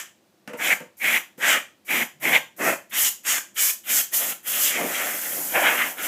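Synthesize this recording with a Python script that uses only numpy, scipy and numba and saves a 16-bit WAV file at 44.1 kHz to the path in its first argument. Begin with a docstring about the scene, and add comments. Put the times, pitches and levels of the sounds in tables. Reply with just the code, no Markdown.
"""The tail of a hissing puff dies away in a small damped room. A can of compressed gas knocks against
an open computer case on a carpet, and eleven short puffs and one long blast are aimed inside.
The free jet hisses; where it meets edges, slots and hollows it whistles, rings and roars.
Each knock rattles loose sheet and rings the panels. A low hum swells once over the room tone.
One microphone feeds both channels."""
import sys
import numpy as np
from scipy import signal
from scipy.fft import rfft, irfft, next_fast_len
from scipy.io import wavfile
from numba import njit

SR = 44100
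rng = np.random.default_rng(int(sys.argv[2]) if len(sys.argv) > 2 else 0)


def output_pcm(signal):
    """Save a mono or channel-first signal as 16-bit PCM at the path in sys.argv[1].

    Samples are clipped to [-1, 1] before scaling.
    """
    pcm = np.clip(np.atleast_2d(signal).T, -1, 1) * 32767
    wavfile.write(sys.argv[1], SR, np.round(pcm).astype(np.int16))


N = 267863
PRE_ROLL = round(.15 * SR)   # samples before time zero, where the first puff starts
TIME = (np.arange(N + PRE_ROLL) - PRE_ROLL) / SR


def from_db(db):
    """Decibels to gain."""
    return 10 ** (np.asarray(db) / 20)


def rms_one(x):
    """Scale to rms 1."""
    return x / np.sqrt(np.mean(x ** 2) + 1e-20)


def at_hz(points, hz, column=1):
    """Read a column of (Hz, value, ..) points on a log-frequency axis."""
    points = np.array(points)
    return np.interp(np.log(hz + 1), np.log(points[:, 0]), points[:, column])


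def coloured(spectrum):
    """Noise with the given spectrum; rms 1."""
    size = next_fast_len(len(TIME))
    gain = from_db(at_hz(spectrum, np.fft.rfftfreq(size, 1 / SR)))
    return rms_one(irfft(rfft(rng.standard_normal(size)) * gain, size)[:len(TIME)])


def gusts(rate_hz, depth_db):
    """A smoothly wandering random multiplier; rms 1."""
    r = np.exp(-2 * np.pi * rate_hz / SR)
    slow = signal.lfilter([1], [1, -2 * r, r * r], rng.standard_normal(len(TIME) + SR))[SR:]
    return rms_one(from_db(depth_db * rms_one(slow)))


@njit
def resonate(x, turn, r):
    """Two-pole resonance whose centre (turn, radians per sample) may move."""
    y = np.zeros(len(x))
    for i in range(2, len(x)):
        y[i] = x[i] - x[i - 2] + 2 * r * np.cos(turn[i]) * y[i - 1] - r * r * y[i - 2]
    return y


def blown(hz, width_hz):
    """Turbulence through an air resonance, applied twice for steep flanks; rms 1."""
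    turn = 2 * np.pi * hz / SR * np.ones(len(TIME))
    r = np.exp(-np.pi * width_hz / SR)
    return rms_one(resonate(resonate(rng.standard_normal(len(TIME)), turn, r), turn, r))


# Trigger pulls; "struck" parts are slot, splash, hollow, boom and buffet. Levels are before mix trims.
# (start [s], fully open [s after start], strongest [s after start], shut [s after start],
#  strongest jet [dB], swell up to it [dB], sag after it [dB], part-open jet against open [dB],
#  edge against jet [dB], struck parts' duck during the leak [dB], slot [dB], splash [dB], hollow [dB],
#  hollow pitch [Hz], its glide [Hz], boom [dB], buffet [dB], struck parts' drift over the pull [dB])
PULLS = [ (-.146, .02, 0.02936, 0.14658, -13, 0, 27.5, -10, 0, -40, -27, -25, -25, 1871, 0, -38, -38, -26),
         (0.57, .03, .104, .166, -29, 13, 3, -3, -2, -34, -42, -32, -23, 2110, -50, -33, -39, 8),
         (0.97, 0.07421, 0.19156, 0.21131, -28.5, 3.5, 4, -10, -5, -42, -32, -30.5, -15.5, 2170, -60, -36, -41, 1.5),
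         (1.378, 0.0516, 0.1564, 0.20078, -27, 9, 10.5, -8, 0, -38, -30, -26, -18, 1900, 250, -31, -43, -1),
         (1.85, 0.058376, 0.1307, 0.18035, -28.5, 2, 3, -11, -5, -42, -30.5, -30.5, -15.5, 2190, -100, -34, -36, -4),
         (2.2, 0.05287, 0.16606, 0.18, -29.5, 1.5, 7, -2, -6.5, -26, -33, -33, -22, 2140, -50, -30, -38, 0.5),
         (2.565, 0.047956, 0.11655, 0.17493, -28, 7.5, 7, -7, -3, -30, -45, -34.5, -31, 1900, 200, -28.5, -29, 0),
         (2.896, 0.04686, 0.1165, 0.19389, -18.5, 13.5, 6, -11, -7.5, -34, -33, -35.5, -30, 2064, -50, -45, -48, -7.5),
         (3.235, 0.03564, 0.09027, 0.14967, -25, 3.5, 5.5, -9, 0, -24, -29.5, -31.5, -31.5, 2180, -100, -41.5, -48, -1),
         (3.545, 0.03512, 0.09742, 0.1629, -18.5, 9, 4, -11, -5, -30, -32, -37, -27, 2260, 100, -48.5, -51, -1.5),
         (3.835, .065, 0.13886, 0.17781, -19, 4.5, 4.5, -14, -4.5, -22, -32, -37, -46, 2150, -400, -46, -45.5, -1.5),
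         (4.11, 0.02987, 0.19948, 0.21966, -26.5, 0, 8, -10, -7, -26, -37, -41.5, -35, 1996, 300, -45, -48, -2.5),
         (4.429, 0.048926, 0.801, 1.7, -28, 0, 0, -12, -7, -22, -39, -38, -44, 2061, -200, -44, -44, 1), ]
STRUCK = ("slot", "splash", "hollow", "boom", "buffet")


def trigger():
    """Valve envelopes in dB, plus the hollow's pitch; the struck parts wake last and die first."""
    keyframes = []
    for (start, rise, top, shut, peak, swell, sag, part_open, edge, leak,
         slot, splash, hollow, hz, glide, boom, buffet, drift) in PULLS:
        opened, ended = peak - swell, peak - sag
        stages = [   # (time [s], jet [dB], struck parts' duck [dB], edge offset [dB])
            (-.004, -110, -80, 0), (-.003, -73.5, -80, 0),
            (0, -53.5, 1.2 * leak, -2),   # the valve cracks
            (.18 * rise, -46, leak, -7),   # it leaks
            (.55 * rise, opened + part_open, .33 * leak, -2),
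            (rise, opened, 0, 0), ((rise + top) / 2, peak - swell / 4, 0, 0), (top, peak, 0, 0),
            (shut, ended, 0, 0), (shut + .01, ended - 5.5, -17, 0),   # it shuts
            (shut + .03942, ended - 14.5, -26, 0), (shut + .04042, -110, -80, 0)]
        for s, jet, duck, edge_offset in stages:
            along = np.clip(s / shut, 0, 1) - .5
            keyframes.append((start + s, jet, edge + edge_offset, duck, drift * along,
                              hz + glide * along, slot, splash, hollow, boom, buffet))
    times, *columns = np.transpose(keyframes)
    names = ("jet", "edge", "duck", "drift", "hollow_hz", *STRUCK)
    return {name: np.interp(TIME, times, column) for name, column in zip(names, columns)}


# Level rides on the last two pulls: (time [s], jet change [dB], struck parts' change [dB])
HAND_RIDES = [(4.11, 0, 0), (4.14, 6.5, 2.5), (4.172, 9, -6.5), (4.22, 0, 0), (4.316, 0, 3), (4.44, 0, 0),
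              (4.478, 3.5, -3.5), (4.586, 4, 2), (4.626, 9, 0), (4.702, 3.5, 3), (4.744, -7, 1.5),
              (4.802, -4.5, -0.5), (5.074, -1, 1), (5.202, -1.5, -4), (5.288, 0, -5), (5.474, 0, -9.5),
              (5.53, -1.5, -5), (5.61, -0.5, 2), (5.752, -.5, 2), (5.83, -3, 2), (5.912, -4, -5),
              (5.948, -16, -24), (5.988, -10, 3), (6.038, -1, 1), (6.07, 1, 5)]


def hand(envelope):
    """The can turns and the finger eases, shifting the balance. Gives each layer's level in dB."""
    times, *columns = np.transpose(HAND_RIDES)
    jet_ride, struck_ride = [np.interp(TIME, times, column, left=0, right=0) for column in columns]
    level = {part: envelope[part] + envelope["drift"] + struck_ride for part in STRUCK}
    level["jet"] = envelope["jet"] + jet_ride
    level["edge"] = level["jet"] + envelope["edge"] + .3 * struck_ride
    return level


# Accents for each part; those with a negative attack or release are as good as silent.
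# (time [s], peak before ducks and trims [dB], attack [s per 10 dB], release [s per 10 dB])
FLARES = { "edge": [(1.489, -25.5, .035, .035), (2.24, -35, .03, .04), (2.362, -32.5, 0.0539, .03),
          (3.071, -21.5, 0.0646, 0.0312), (3.299, -25, .04, .04), (3.6, -24, .03, .05),
          (3.973, -23, .04, .03), (2.941, -33, .02, .05), (4.645, -24, .03, .07), (4.75, -35, .05, .12),
          (4.96, -34, .06, .1)], "slot": [(0.674, -26, .045, .045), (1.535, -23, .04, .025),
          (2.356, -18.5, .016, .012), (2.983, -25, .05, .03), (3.071, -25, .04, .015),
          (4.15, -32, .02, .06), (4.55, -30, .1, .08), (4.94, -34, .02, .06), (4.68, -24, .05, .06),
          (5.67, -24.5, .033, .035), (5.818, -27.5, .03, .03)], "splash": [(1.535, -22, .06, .04),
          (2.679, -22.5, .05, .045), (5.03, -33, .15, .1), (5.558, -18.5, .011, .045),
          (5.67, -18.5, .05, .06), (5.818, -21.5, .06, .028)], "hollow": [(0.732, -5, .035, .005),
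          (1.044, -16, .02, .06), (1.175, -15, .03, .01), (2.266, -12, .02, .045), (2.356, -4, .022, .02),
          (3.299, -20, -0.0318, 0.0562), (3.905, -21.5, 0.053, 0.0095), (4.755, -19.5, .06, .06),
          (4.945, -20.5, 0.0008, .07), (5.558, -26, -0.0036, -0.177), (5.67, -28.5, 0.0491, -0.1562),
          (5.818, -23.5, 0.0368, .025)], "boom": [(2.679, -24, .06, .06), (4.22, -38, .03, .12),
          (4.802, -27.5, .04, .1), (5.074, -36, .15, .1), (5.558, -18, .013, .065), (5.39, -39, .12, .1),
          (5.68, -27, .08, .16)], "buffet": [(1.966, -32, .06, .08), (2.266, -28, .017, .05),
          (4.85, -27, .08, .06), (5.392, -37, .12, .08), (5.558, -33, .04, .12)], }


def flare(level, duck_db):
    """A part flares as the stream crosses it; flares and struck parts duck with the valve. Gives dB."""
    power = {part: from_db(db + duck_db * (part in STRUCK)) ** 2 for part, db in level.items()}
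    for part, accents in FLARES.items():
        for s, peak_db, attack, release in accents:
            near = slice(PRE_ROLL + int((s - 5 * attack) * SR), PRE_ROLL + int((s + 5 * release) * SR))
            from_peak = TIME[near] - s
            shape_db = 10 * np.minimum(from_peak / attack, -from_peak / release)
            power[part][near] += from_db(peak_db + shape_db + duck_db[near]) ** 2
    return {part: 10 * np.log10(p) for part, p in power.items()}


# Bright, airy jet: (frequency [Hz], spectral level [dB])
HISS_SPECTRUM = [(100, -31), (1000, -17.5), (4300, -22.5), (7000, -12.5), (9400, -5), (11500, -0.5),
                 (13500, 0), (16000, -8)]


def jet_hiss():
    """The turbulent free jet hisses with a fast, shallow flutter."""
    return coloured(HISS_SPECTRUM) * gusts(36, .68)


def edge_whistle(over_jet_db):
    """The harder the stream cuts an edge, the more a whistle stands out of the breathy band."""
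    purity = from_db(-7.5 + 1.2 * np.clip(over_jet_db, -15, 5))
    whistle = purity * blown(7150 * gusts(3, .3), width_hz=350) * gusts(8, 4)
    return blown(6907.2, width_hz=4600) + whistle


def slot_ring():
    """Air through a slot rings in the upper mids."""
    return blown(3104.5, width_hz=980) * gusts(24, 1.8)


# Midrange splatter: (frequency [Hz], spectral level [dB])
SPLASH_SPECTRUM = [(500, -35.5), (1050, -8), (1350, 1), (1750, 4.5), (2500, 1), (3300, -13), (3800, -23),
                   (5000, -33)]


def board_splash():
    """The stream breaks up on the boards."""
    return coloured(SPLASH_SPECTRUM) * gusts(12.6, .5)


def hollow_ring(hz):
    """A blown hollow sings a rough, wavering note."""
    return blown(hz * gusts(15, .12), width_hz=490) * gusts(40, 2.2)


def case_boom():
    """The air in the case resonates broadly in the low mids."""
    return blown(457.12, width_hz=696.9) * gusts(17, 1.57)


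# Low roar: (frequency [Hz], spectral level [dB])
BUFFET_SPECTRUM = [(40, -62), (100, -24), (160, -7), (270, 1.5), (400, 0.5), (700, -18.5), (2000, -57)]


def buffeting():
    """The stream buffets the case with a gusty roar."""
    return coloured(BUFFET_SPECTRUM) * gusts(10, .73)


def spray():
    """Jet plus all it excites, as (spread, beamed); the struck parts flutter as the stream flaps."""
    envelope = trigger()
    level = flare(hand(envelope), envelope["duck"])
    gain = {part: from_db(db - .5) for part, db in level.items()}
    flapping = gusts(17, .9)
    hiss = gain["jet"] * jet_hiss()
    edge = gain["edge"] * edge_whistle(level["edge"] - level["jet"])
    deep = gain["slot"] * slot_ring() + from_db(3) * gain["splash"] * board_splash()
    # the hollow faces the open side and sounds mostly forward
    beamed = from_db(-6) * gain["hollow"] * hollow_ring(envelope["hollow_hz"])
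    deep += gain["boom"] * case_boom() + gain["buffet"] * buffeting()
    # the case hides the treble of the parts deep inside it
    deep = signal.sosfilt(signal.butter(4, 3600, fs=SR, output="sos"), deep)
    return hiss + edge + flapping * deep, flapping * beamed


def wall_echo(x):
    """Add a reflection off the case wall; its path changes as the hand moves, flanging the hiss."""
    delay_s = .001328 * gusts(1.174, 1.715)
    samples = np.arange(len(x))
    return x + from_db(-12.5) * np.interp(samples - delay_s * SR, samples, x)


# Short, damped reverb: (frequency [Hz], decay t60 [s], level [dB])
REVERB_BANDS = [(149.6, 0.19, 1.5), (1000.4, 0.26147, 4.5), (2190, .26, -2), (4010, 0.31804, 1),
                (15000, 0.21937, 2)]


def room_reverb(x):
    """Dense echoes: octave bands of noise fade in quickly, each dying at its own rate."""
    age = np.arange(SR // 2) / SR
    tail, edges = 0, np.geomspace(60, 18000, 9)
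    for low, high in zip(edges, edges[1:]):
        bandpass = signal.butter(2, [low, high], "band", fs=SR, output="sos")
        band = signal.sosfilt(bandpass, rng.standard_normal(len(age)))
        hz = np.sqrt(low * high)
        t60, db = at_hz(REVERB_BANDS, hz), at_hz(REVERB_BANDS, hz, column=2)
        tail = tail + band * from_db(db - 60 * age / t60)
    tail *= np.clip(age / .019936, 0, 1)
    return signal.fftconvolve(x, tail / np.sqrt(np.sum(tail ** 2)))[:len(x)]


# Background bed: (frequency [Hz], spectral level [dB])
BED_SPECTRUM = [(18, -79), (30, -48.5), (69, -30.5), (85, -9), (164, -10.5), (202, -4.5), (263, -11),
                (341, -7), (1110, -23.5), (2240, -26), (15500, -35.5)]


def room_tone():
    """Faint, steady room tone and microphone hiss."""
    return from_db(-60) * coloured(BED_SPECTRUM)


# Can against case: (time [s], level [dB], ring peak against that level [dB])
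HITS = [(0.476, -24.5, -16), (0.494, -41, 9), (0.534, -27.5, 4), (0.803, -28.5, -2.5), (1.38, -35.5, 0)]
# Ringing panels: (frequency [Hz], level [dB], decay t60 [s])
PANEL_MODES = [(338, -16.5, .06), (491.34, 3, .07), (495.78, 1, 0.13), (578.8, 1.5, .06),
               (912.98, -1, 0.07054), (1240.3, -16.5, .05), (1816, -12.5, .03)]
# Loose sheet: (frequency [Hz], spectral level [dB])
RATTLE_SPECTRUM = [(88, -33.5), (150, 12), (966, -8.5), (1510, -1.5), (1940, -3), (2980, -9), (4140, -25.5),
                   (7410, -19), (15500, -31.5)]


def can_knocks():
    """Each knock is a crack, a dying rattle of loose sheet and a short scrape that rings the panels."""
    track, rattle = np.zeros(len(TIME)), coloured(RATTLE_SPECTRUM)
    age = np.arange(round(.6 * SR)) / SR
    for s, level_db, ring_db in HITS:
        start = PRE_ROLL + int(s * SR)
        span = slice(start, start + len(age))
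        white = rng.standard_normal(len(age))
        scrape = white * from_db(-60 * age / .16873) + 1e-18
        ring = np.zeros(len(age))
        for hz, db, t60 in PANEL_MODES:
            r, turn = from_db(-60 / (t60 * SR)), 2 * np.pi * hz / SR
            ring += from_db(db) * signal.lfilter([0, np.sin(turn)], [1, -2 * r * np.cos(turn), r * r], scrape)
        ring *= from_db(ring_db) / np.max(np.abs(ring))
        crack = from_db(-11 - 60 * age / .012) * white
        shake = from_db(-7.5 - 60 * age / .18) * rattle[span]
        track[span] += from_db(level_db) * (crack + shake + ring)
    return signal.sosfilt(signal.butter(2, 160, "high", fs=SR, output="sos"), track + 1e-18)


# One brief swell of hum: (time [s], level [dB])
HUM_SWELL = [(2.13, -73), (2.18, -49.5), (2.3, -51.5), (2.42, -52.5), (2.5, -60)]


def low_hum():
    """A narrow low band of noise swells and fades."""
    times, db = np.transpose(HUM_SWELL)
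    return from_db(np.interp(TIME, times, db, left=-120, right=-120)) * blown(148, width_hz=15)


def scene():
    """Spray and knocks in the room, over the hum and the room tone."""
    spread, beamed = spray()
    spread = wall_echo(spread) + can_knocks()
    reverb = from_db(-10.5) * room_reverb(spread + from_db(-8) * beamed)
    mix = spread + beamed + reverb + low_hum() + room_tone()
    return np.tile(mix[PRE_ROLL:], (2, 1))


# Colour of the microphone housing: (centre [Hz], width [Hz], gain [dB])
HOUSING_EQ = [(425.29, 87, -6.5), (1020, 900, 0), (3980, 800, 0.5), (9271, 1500, -2.5)]


def record(dry):
    """The microphone housing carves dips and loses the bass; the top is cut steeply."""
    for hz, width_hz, db in HOUSING_EQ:
        band = signal.lfilter(*signal.iirpeak(hz, hz / width_hz, SR), dry)
        dry = dry + (from_db(db) - 1) * band
    dry = signal.sosfilt(signal.butter(1, 170, "high", fs=SR, output="sos"), dry)
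    return signal.sosfilt(signal.ellip(10, .5, 70, 15520, fs=SR, output="sos"), dry)


dry = scene()
out = record(dry)
output_pcm(out)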